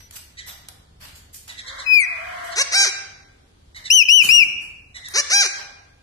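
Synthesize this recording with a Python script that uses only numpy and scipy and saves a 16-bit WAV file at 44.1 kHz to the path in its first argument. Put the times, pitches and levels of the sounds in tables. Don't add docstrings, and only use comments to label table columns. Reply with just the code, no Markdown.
import sys
import numpy as np
from scipy import signal
from scipy.fft import rfft, irfft, next_fast_len
from scipy.io import wavfile
from scipy.ndimage import uniform_filter1d, minimum_filter1d, map_coordinates

SR = 44100
rng = np.random.default_rng(int(sys.argv[2]) if len(sys.argv) > 2 else 0)


def invert_db(level):
    return 10 ** (np.asarray(level, dtype=float) / 20)


def to_wav(sig):
    pcm = np.clip(np.atleast_2d(sig), -1, 1) * 32767
    pcm = np.round(pcm).astype(np.int16)
    wavfile.write(sys.argv[1], SR, pcm.T)


N = 265878
T = np.arange(N) / SR
TOP_HZ = 13500


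def unit(x):
    return x / np.sqrt(np.mean(x ** 2) + 1e-20)


def along(points, hz):
    f, v = np.transpose(points)
    return np.interp(np.log(hz + 1), np.log(f + 1), v)


def step(x, width):
    return 0.5 + 0.5 * np.tanh(x / (2 * width))


def wobble(rate, size=N):
    knots = rng.standard_normal(int(size * rate / SR) + 4)
    return map_coordinates(knots, [np.arange(size) * rate / SR])


def phase_of(hz):
    return 2 * np.pi * np.cumsum(hz) / SR


def filtered(x, response):
    m = next_fast_len(x.shape[-1] + 8192)
    return irfft(rfft(x, m) * response(np.fft.rfftfreq(m, 1 / SR)), m)[..., :x.shape[-1]]


def resonances(modes):
    def response(f):
        total = 0
        for k, (centre, width, db) in enumerate(modes):
            damping = 1j * f * width
            total = total + (-1) ** k * invert_db(db) * damping / (centre * centre - f * f + damping)
        return total
    return response


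def held(start, length, edge):
    span = slice(round(start * SR), round((start + length) * SR))
    t = T[span] - start
    return span, t, np.clip(np.minimum(t, length - t) / edge, 0, 1)


def note(rows, smooth, edge):
    s, *cols = np.transpose(rows)
    span, t, gate = held(s[0], s[-1] - s[0], edge)
    curves = [uniform_filter1d(np.interp(T[span], s, c), int(smooth * SR), mode="nearest") for c in cols]
    return span, gate, curves


def add_at(out, start, sound):
    out[:, round(start * SR):][:, :sound.shape[-1]] += sound


def buzz(hz, rough, jitter, breath):
    size = len(hz)
    phase = phase_of(hz * (1 + jitter * rough * wobble(500, size)))
    k = np.arange(1, 40)[:, None]
    pulses = unit((np.cos(k * phase) * (k * hz < TOP_HZ)).sum(0))
    gated = unit(rng.standard_normal(size) * (1 + np.cos(phase)))
    return pulses * invert_db(3.66 * rough * wobble(400, size)) + breath * rough * gated


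# (f/Hz, t60/s)
ROOM_DECAY = [(400, 1.2), (1500, 0.89), (3000, 0.78), (6000, 0.62), (12000, 0.36)]


def room(x, delay):
    hz, t, z = signal.stft(rng.standard_normal((2, SR)), SR, nperseg=256)
    decay = invert_db(-60 * t / along(ROOM_DECAY, hz)[:, None])
    tail = signal.istft(z * decay, SR, nperseg=256)[1]
    tail = tail * (1 - np.exp(-np.arange(tail.shape[1]) / SR / delay))
    return signal.fftconvolve(x[None], tail / np.linalg.norm(tail[0]), axes=1)[:, :N]


def stereo_noise(spectrum, alike):
    def mid_side(hz):
        turn = np.arccos(np.clip(along(alike, hz), -1, 1)) / 2
        return invert_db(along(spectrum, hz)) * [np.cos(turn), np.sin(turn)]
    mid, side = filtered(rng.standard_normal((2, N)), mid_side)
    return unit(np.array([mid + side, mid - side]))


# (f/Hz, density/dB per Hz)
HUM_COLOUR = [(12, -39.5), (20, -8.5), (81, -4), (156, -15), (173, -17.5), (196, -13.5), (242, -17),
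              (258, -27.5), (285, -13), (315, -42), (400, -34.5), (520, -66), (880, -120)]
# (f/Hz, level/dB)
HUM_LINES = [(49, -69), (73, -58), (97, -60.5), (148, -68)]
# (f/Hz, density/dB per Hz)
HISS_COLOUR = [(150, -33.5), (250, -12.5), (448, -12.5), (615, -18), (1010, -19.5), (2490, -26),
               (3370, -22), (11000, -33.5), (13400, -42)]
# (f/Hz, likeness -1 to 1)
PORT_LIKENESS = [(90, 0.993), (170, .9), (330, .1), (700, -0.3), (1510, -0.4), (4430, 0.01), (13000, -0.3)]
# (f/Hz, level/dB, lasts/s)
EARLIER_RING = [
    (5900, -53, .1),
    (11800, -60, 0.09),
]


def background(bird):
    hum = invert_db(-1 + 1.2 * wobble(5.9)) * stereo_noise(HUM_COLOUR, PORT_LIKENESS)
    for hz, db in HUM_LINES:
        level = invert_db(db + 56.5 + 3.6 * wobble(3.3))
        hum = hum + level * np.sin(phase_of(hz * (1 + 0.0455 * wobble(20.0))))
    call_power = np.abs(uniform_filter1d((bird ** 2).mean(0), int(0.048 * SR)))
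    call_db = 10 * np.log10(call_power + 1e-12)
    duck_db = 5.5 * step(call_db + 26.5, 4.5)
    low = invert_db(-55 - 0.33 * T - duck_db) * hum
    hiss = invert_db(-60.5 + 0.45 * wobble(0.91)) * stereo_noise(HISS_COLOUR, PORT_LIKENESS)
    ring = 0
    for hz, db, lasts in EARLIER_RING:
        level = invert_db(db + 3.5 * np.array([wobble(40), wobble(40)]))
        tone = np.sin(2 * np.pi * hz * T + 1.2 * wobble(150))
        ring = ring + level * tone * np.clip((lasts - T) / 0.044, 0, 1)
    return low + hiss + ring


# (t/s, peak level/dB, lower partial/dB re peak, pitch factor)
CHIRPS = [(0.37, -27.5, 2, 0.99), (0.471, -32, -10, 0.94), (1.479, -29.5, -0.5, 0.99),
          (1.569, -27, 1.5, 0.96), (1.662, -25.5, -2.5, 1), (1.779, -25, -2.5, 0.99),
          (2.505, -28.5, -5, 1.06), (3.746, -30, 4, 1.01), (3.84, -25, -1.5, 0.99),
          (4.943, -28.5, 1.5, 0.99), (5.038, -28.5, 3, 0.95)]
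# (t/s, f/Hz, level/dB)
CHIRP_ARCH = [
    (0, 1880, -15),
    (.022, 2070, -1),
    (.036, 1860, -6),
    (.055, 1660, -17),
]


def chirps():
    out = np.zeros(N)
    mouth = resonances([(1780, 470, -7.5), (3780, 1500, -3.0), (7240, 2800, -11.5)])
    for start, db, low_db, factor in CHIRPS:
        rows = np.array(CHIRP_ARCH) + [start, 0, 0]
        span, gate, (hz, swell_db) = note(rows, smooth=0.0019, edge=0.001)
        size = len(hz)
        phase = phase_of(factor * hz * (1 + 0.025 * wobble(500, size)))
        partials_db = (low_db, 0, -12, -13, -22)
        tone = sum(invert_db(g) * np.sin(k * phase) for k, g in enumerate(partials_db, start=1))
        breath = unit(filtered(rng.standard_normal(size), mouth))
        voice = invert_db(2.6 * wobble(200, size)) * tone + invert_db(-2.0) * breath
        out[span] += gate * invert_db(db - 3.5 + swell_db) * voice
    direct = np.array([out, 1.5 * np.roll(out, SR // 3600)])
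    return invert_db(-5.5) * direct + invert_db(-8) * room(out, delay=0.005)


# (t/s, length/s, pulse rate f/Hz, level/dB, clear tone level/dB)
CAWS = [
    (1.624, 0.23, 508.3, -40.5, -15.5),
    (2.0, .55, 665.7, -38, 0.5),
]
# (f/Hz, width/Hz, level/dB)
CAW_THROAT = [(696, 79, -7.5), (1053, 110, 0), (1687, 616, -2), (2120, 250, -2), (2990, 560, -15.5)]


def fowl():
    out = np.zeros(N)
    for start, length, pitch_hz, db, clear_db in CAWS:
        span, t, gate = held(start, length, edge=0.02)
        size = len(t)
        hz = pitch_hz * (1 + 0.1 * t / length + 0.035 * wobble(14, size))
        swell_db = db - 9 * (t / length / 0.72 - 1) ** 2
        hoarse = unit(filtered(buzz(hz, 0.72, jitter=0.1, breath=3.2), resonances(CAW_THROAT)))
        clear = np.sin(phase_of(hz * (1 + 0.018 * wobble(40, size))))
        clear = invert_db(clear_db + 2.8 * wobble(60, size)) * clear
        out[span] = gate * invert_db(swell_db) * (hoarse + clear)
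    direct = np.array([out, np.roll(out, SR // 1500)])
    return invert_db(-1.5) * direct + invert_db(1) * room(out, delay=0.0017)


# (t/s, peak level/dB, fall t60/s, tilt/dB per octave)
RUSTLES = [(0.0, -38.5, 0.053, -2), (0.109, -37, 0.18, 0.5), (0.152, -27, 0.069, 2.5),
           (0.459, -27.5, 0.14, 1), (0.6848, -38.5, 0.044, -8), (0.9937, -34.5, 0.24, -0.5),
           (1.1442, -37.5, 0.11, 2.7), (1.324, -32, 0.18, 6), (1.47, -35, 0.12, -1.5),
           (2.43, -38.5, 0.18, 1.5), (3.7447, -45, 0.25, -2.5), (4.204, -18.5, 0.33, 2.5),
           (4.6, -40.5, 0.16, -1), (4.9458, -45, 0.15, -4.5), (5.0849, -37.5, 0.16, -1),
           (5.5598, -39.5, 0.19, -3.7)]
# (f/Hz, density/dB per Hz)
FEATHER_COLOUR = [(350, -27.5), (600, -13.5), (1840, -6), (2170, -9.5), (2480, -7), (4870, -5), (5270, -10),
                  (8860, -6), (10800, -13), (12400, -1.5), (13400, -27)]


def rustles():
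    out, t = np.zeros((2, N + SR)), np.arange(SR // 2) / SR
    size = len(t)
    for start, db, t60, tilt_db in RUSTLES:
        grain_db = 1.1 * wobble(45, size) + 1.9 * wobble(180, size)
        grains = rng.standard_normal((2, size)) * invert_db(grain_db)
        uneven_db = rng.normal(0, 3, size=14)

        def colour(hz):
            tilt = tilt_db * np.log2(np.maximum(hz, 500) / 6000)
            return invert_db(along(FEATHER_COLOUR, hz) + tilt + np.interp(hz, np.arange(14) * 1000, uneven_db))

        rise = 1 - np.exp(-(t / (0.16 * t60)) ** 2)
        fall = invert_db(db - 60 * t / max(t60, 0.01))
        add_at(out, start, rise * fall * unit(filtered(grains, colour)))
    return invert_db(7.5) * out[:, :N] + invert_db(6.5) * room(out[0, :N], delay=0.003)


# (t/s, peak level/dB)
TICKS = [
    (0.1095, -36),
    (0.6858, -30),
    (1.4795, -40),
    (3.9026, -22.5),
    (5.0853, -31),
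]
# level/dB, f/Hz, t60/s
PERCH_SHAKE = (-39.5, 130, 0.96)


def cage():
    out, t = np.zeros((2, N + SR)), np.arange(SR // 2) / SR
    for start, db in TICKS:
        crack = invert_db(db + 5.5 - 60 * t / 0.022) * rng.standard_normal((2, len(t)))
        add_at(out, start, filtered(crack, lambda f: (1j * f / (1300 + 1j * f)) ** 2))
    db, hz, t60 = PERCH_SHAKE
    wood = resonances([(hz, 120, 0), (330, 300, -4), (900, 700, -12)])
    shake = unit(filtered(rng.standard_normal(len(t)), wood))
    add_at(out, 4.222, invert_db(db - 60 * t / t60) * (1 - np.exp(-t / 0.027)) * shake)
    return out[:, :N] + invert_db(-4.5) * room(out[0, :N], delay=0.0022)


OVERTONES_DB = (-5.5, -18.5, -9.5, -12)
# (f/Hz, level/dB)
BEAK = [(4200, -20), (5000, -9), (5800, -2), (6600, -6), (7700, -23), (8800, -4), (10500, -28), (12200, -8)]


def syrinx(hz, bright_db):
    phase = phase_of(hz * (1 + 0.001 * wobble(120, len(hz))))
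    upper = 0
    for k, db in enumerate(OVERTONES_DB, start=2):
        upper = upper + invert_db(db + along(BEAK, k * hz)) * np.sin(k * phase) * (k * hz < TOP_HZ)
    return np.sin(phase) + invert_db(bright_db) * upper


# (t/s, f/Hz, level/dB)
GLIDE = [
    (1.862, 2550, -30.5),
    (1.87, 2541, -32),
    (1.946, 2497, -16.5),
    (1.994, 2340, -21.5),
    (2.046, 1944, -25),
    (2.056, 1940, -32.5),
]
# (t/s, rise/s, fall/s, top f/Hz, overtone level/dB)
WHISTLES = [
    (3.901, 0.041, 0.088, 3063, 5),
    (4.084, 0.071, .074, 3017, -1),
    (4.287, .068, .085, 2860, 0),
]


def whistles():
    out = np.zeros(N)
    span, gate, (hz, db) = note(GLIDE, smooth=0.03, edge=0.002)
    out[span] = gate * invert_db(db + 9) * syrinx(hz, bright_db=-7)
    for start, rise, fall, top_hz, bright_db in WHISTLES:
        span, t, gate = held(start, rise + fall, edge=0.004)
        rise_sag = 0.9 * np.abs(1 - t / rise) ** 2.3
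        fall_sag = np.abs((t - rise) / fall) ** 1.95
        sag = np.where(t < rise, rise_sag, fall_sag)
        hz = top_hz * (1 - 0.21 * sag)
        dulling_db = 40.5 * t + 7 * sag * (t > rise)
        out[span] = gate * invert_db(-19.5 + 10) * syrinx(hz, bright_db - dulling_db)
    return out


# (t/s, hold/s, top pulse rate f/Hz, level/dB, roughness 0-1)
YAPS = [
    (2.553, .068, 576.2, -12, 0.1),
    (5.134, .068, 609.9, -11, .14),
]
# (t/s, hold/s, top pulse rate f/Hz, level/dB, roughness 0-1)
SQUAWKS = [
    (2.712, .126, 796.7, -10.5, 0.2),
    (5.292, .128, 809.6, -10.5, 0.049),
]
# (f/Hz, width/Hz, level/dB)
THROAT = [(367, 100, -6), (1597, 680, 3), (2240, 700, 7), (3944, 4160, 1), (6040, 900, 8),
          (8590, 960, -7.5), (11500, 9600, -19.5)]
# f/Hz, width/Hz, level/dB
WEAK_BAND = (3200, 330, -7)


def throat(f):
    centre, width, depth_db = WEAK_BAND
    notch = invert_db(depth_db * np.exp(-((f - centre) / width) ** 2))
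    return resonances(THROAT)(f) * notch / (1 + (f / 11800) ** 12)


def squawks():
    out = np.zeros(N)
    slack_hz = 351.3
    calls = [(*row, 0.032, 0.009, False) for row in YAPS]
    calls += [(*row, 0.016, 0.0644, True) for row in SQUAWKS]
    for start, hold, top_hz, db, rough, rise, tail, arched in calls:
        span, t, gate = held(start, hold + tail, edge=0.0097)
        climb = step(t - rise, 0.009)
        drop = step(hold + 0.021 - t, 0.0087)
        arch = 1 - arched * 0.12 * (t / hold - 0.7) ** 2
        tension = climb * drop * arch
        hz = slack_hz + (top_hz - slack_hz) * tension
        attack_db = -19 * np.exp(-t / 0.02)
        fade_db = -135 * np.clip(t - hold + 0.022 * arched, 0, None)
        slack_db = 20 * np.log10(hz / top_hz)
        rough = np.clip(rough + 0.42 * (1 - tension), 0, 1)
        voice = unit(filtered(buzz(hz, rough, jitter=0.03, breath=1.3), throat))
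        out[span] = gate * invert_db(db + attack_db + fade_db + slack_db) * voice
    return out


# (f/Hz, level/dB)
LEFT_PORT = [(500, 8.5), (1600, -4), (2700, 7.5), (4500, 3), (6300, 9), (9000, 15), (11200, -22.5),
             (12200, -18)]
# (f/Hz, level/dB)
RIGHT_PORT = [(500, -3.5), (1600, -3), (2700, -13.5), (4500, 7.5), (5600, 8.5), (8200, -6), (11200, 10.5),
              (12200, 0)]
# (t/s, left level/dB, right level/dB)
WALLS = [(.0021, -15, -17), (.0047, -18, -15), (.0083, -17, -19), (.0131, -20, -18), (.0194, -21, -21)]


def near(voice, facing):
    lead = 7.5 / SR

    def response(hz):
        colour = invert_db(facing * np.array([along(LEFT_PORT, hz), along(RIGHT_PORT, hz)]))
        ports = colour * np.exp(np.outer([1, -1], 1j * np.pi * hz * lead))
        walls = 0
        for delay, left_db, right_db in WALLS:
            delays = delay * np.array([[1], [1.07]])
            walls = walls + invert_db([[left_db], [right_db]]) * np.exp(-2j * np.pi * hz * delays)
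        return ports * (1 + walls)

    return filtered(voice, response)


def parakeet():
    whistle, squawk = whistles(), squawks()
    direct = near(whistle, facing=0.95) + near(squawk, facing=0.25)
    return direct + invert_db(-12.5) * room(whistle + squawk, delay=0.04)


def scene():
    bird = parakeet()
    return background(bird) + chirps() + fowl() + rustles() + cage() + bird


def limited(x, top):
    need = np.minimum(1, top / (np.abs(x).max(0) + 1e-9))
    return x * uniform_filter1d(minimum_filter1d(need, size=441), size=221)


def starved(x, depth_db, scatter_db):
    frame, bins = 2048, 12
    hz, t, z = signal.stft(x, SR, nperseg=frame)
    edges = np.arange(0, len(hz), bins)
    band = np.add.reduceat(np.abs(z) ** 2, edges, axis=1).mean(0)
    around = np.abs(uniform_filter1d(band, size=11, axis=0)) + 1e-20
    luck = unit(uniform_filter1d(rng.standard_normal(band.shape), size=3, axis=1))
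    margin_db = 10 * np.log10(np.clip(band / around, 3e-2, 11)) + depth_db + scatter_db * luck
    muting = invert_db(-26 / (1 + np.exp(np.clip(margin_db, -30, 30))))
    keep = np.where(hz[edges, None] > 2100, muting, 1)
    keep = np.repeat(keep, bins, axis=0)[:len(hz)]
    return signal.istft(z * keep, SR, nperseg=frame)[1][:, :N]


def roll_off(x):
    return signal.sosfilt(signal.butter(12, 13580, fs=SR, output="sos"), x)


def record(dry):
    def ports(hz):
        left_db = -10 * np.clip((hz - 11000) / 1500, 0, 1)
        return invert_db([left_db, 0 * hz]) * (hz < TOP_HZ)
    level = limited(filtered(dry, ports), top=0.84)
    mix = starved(level, depth_db=10, scatter_db=6.5)
    return roll_off(mix)


dry = scene()
out = record(dry)
to_wav(out)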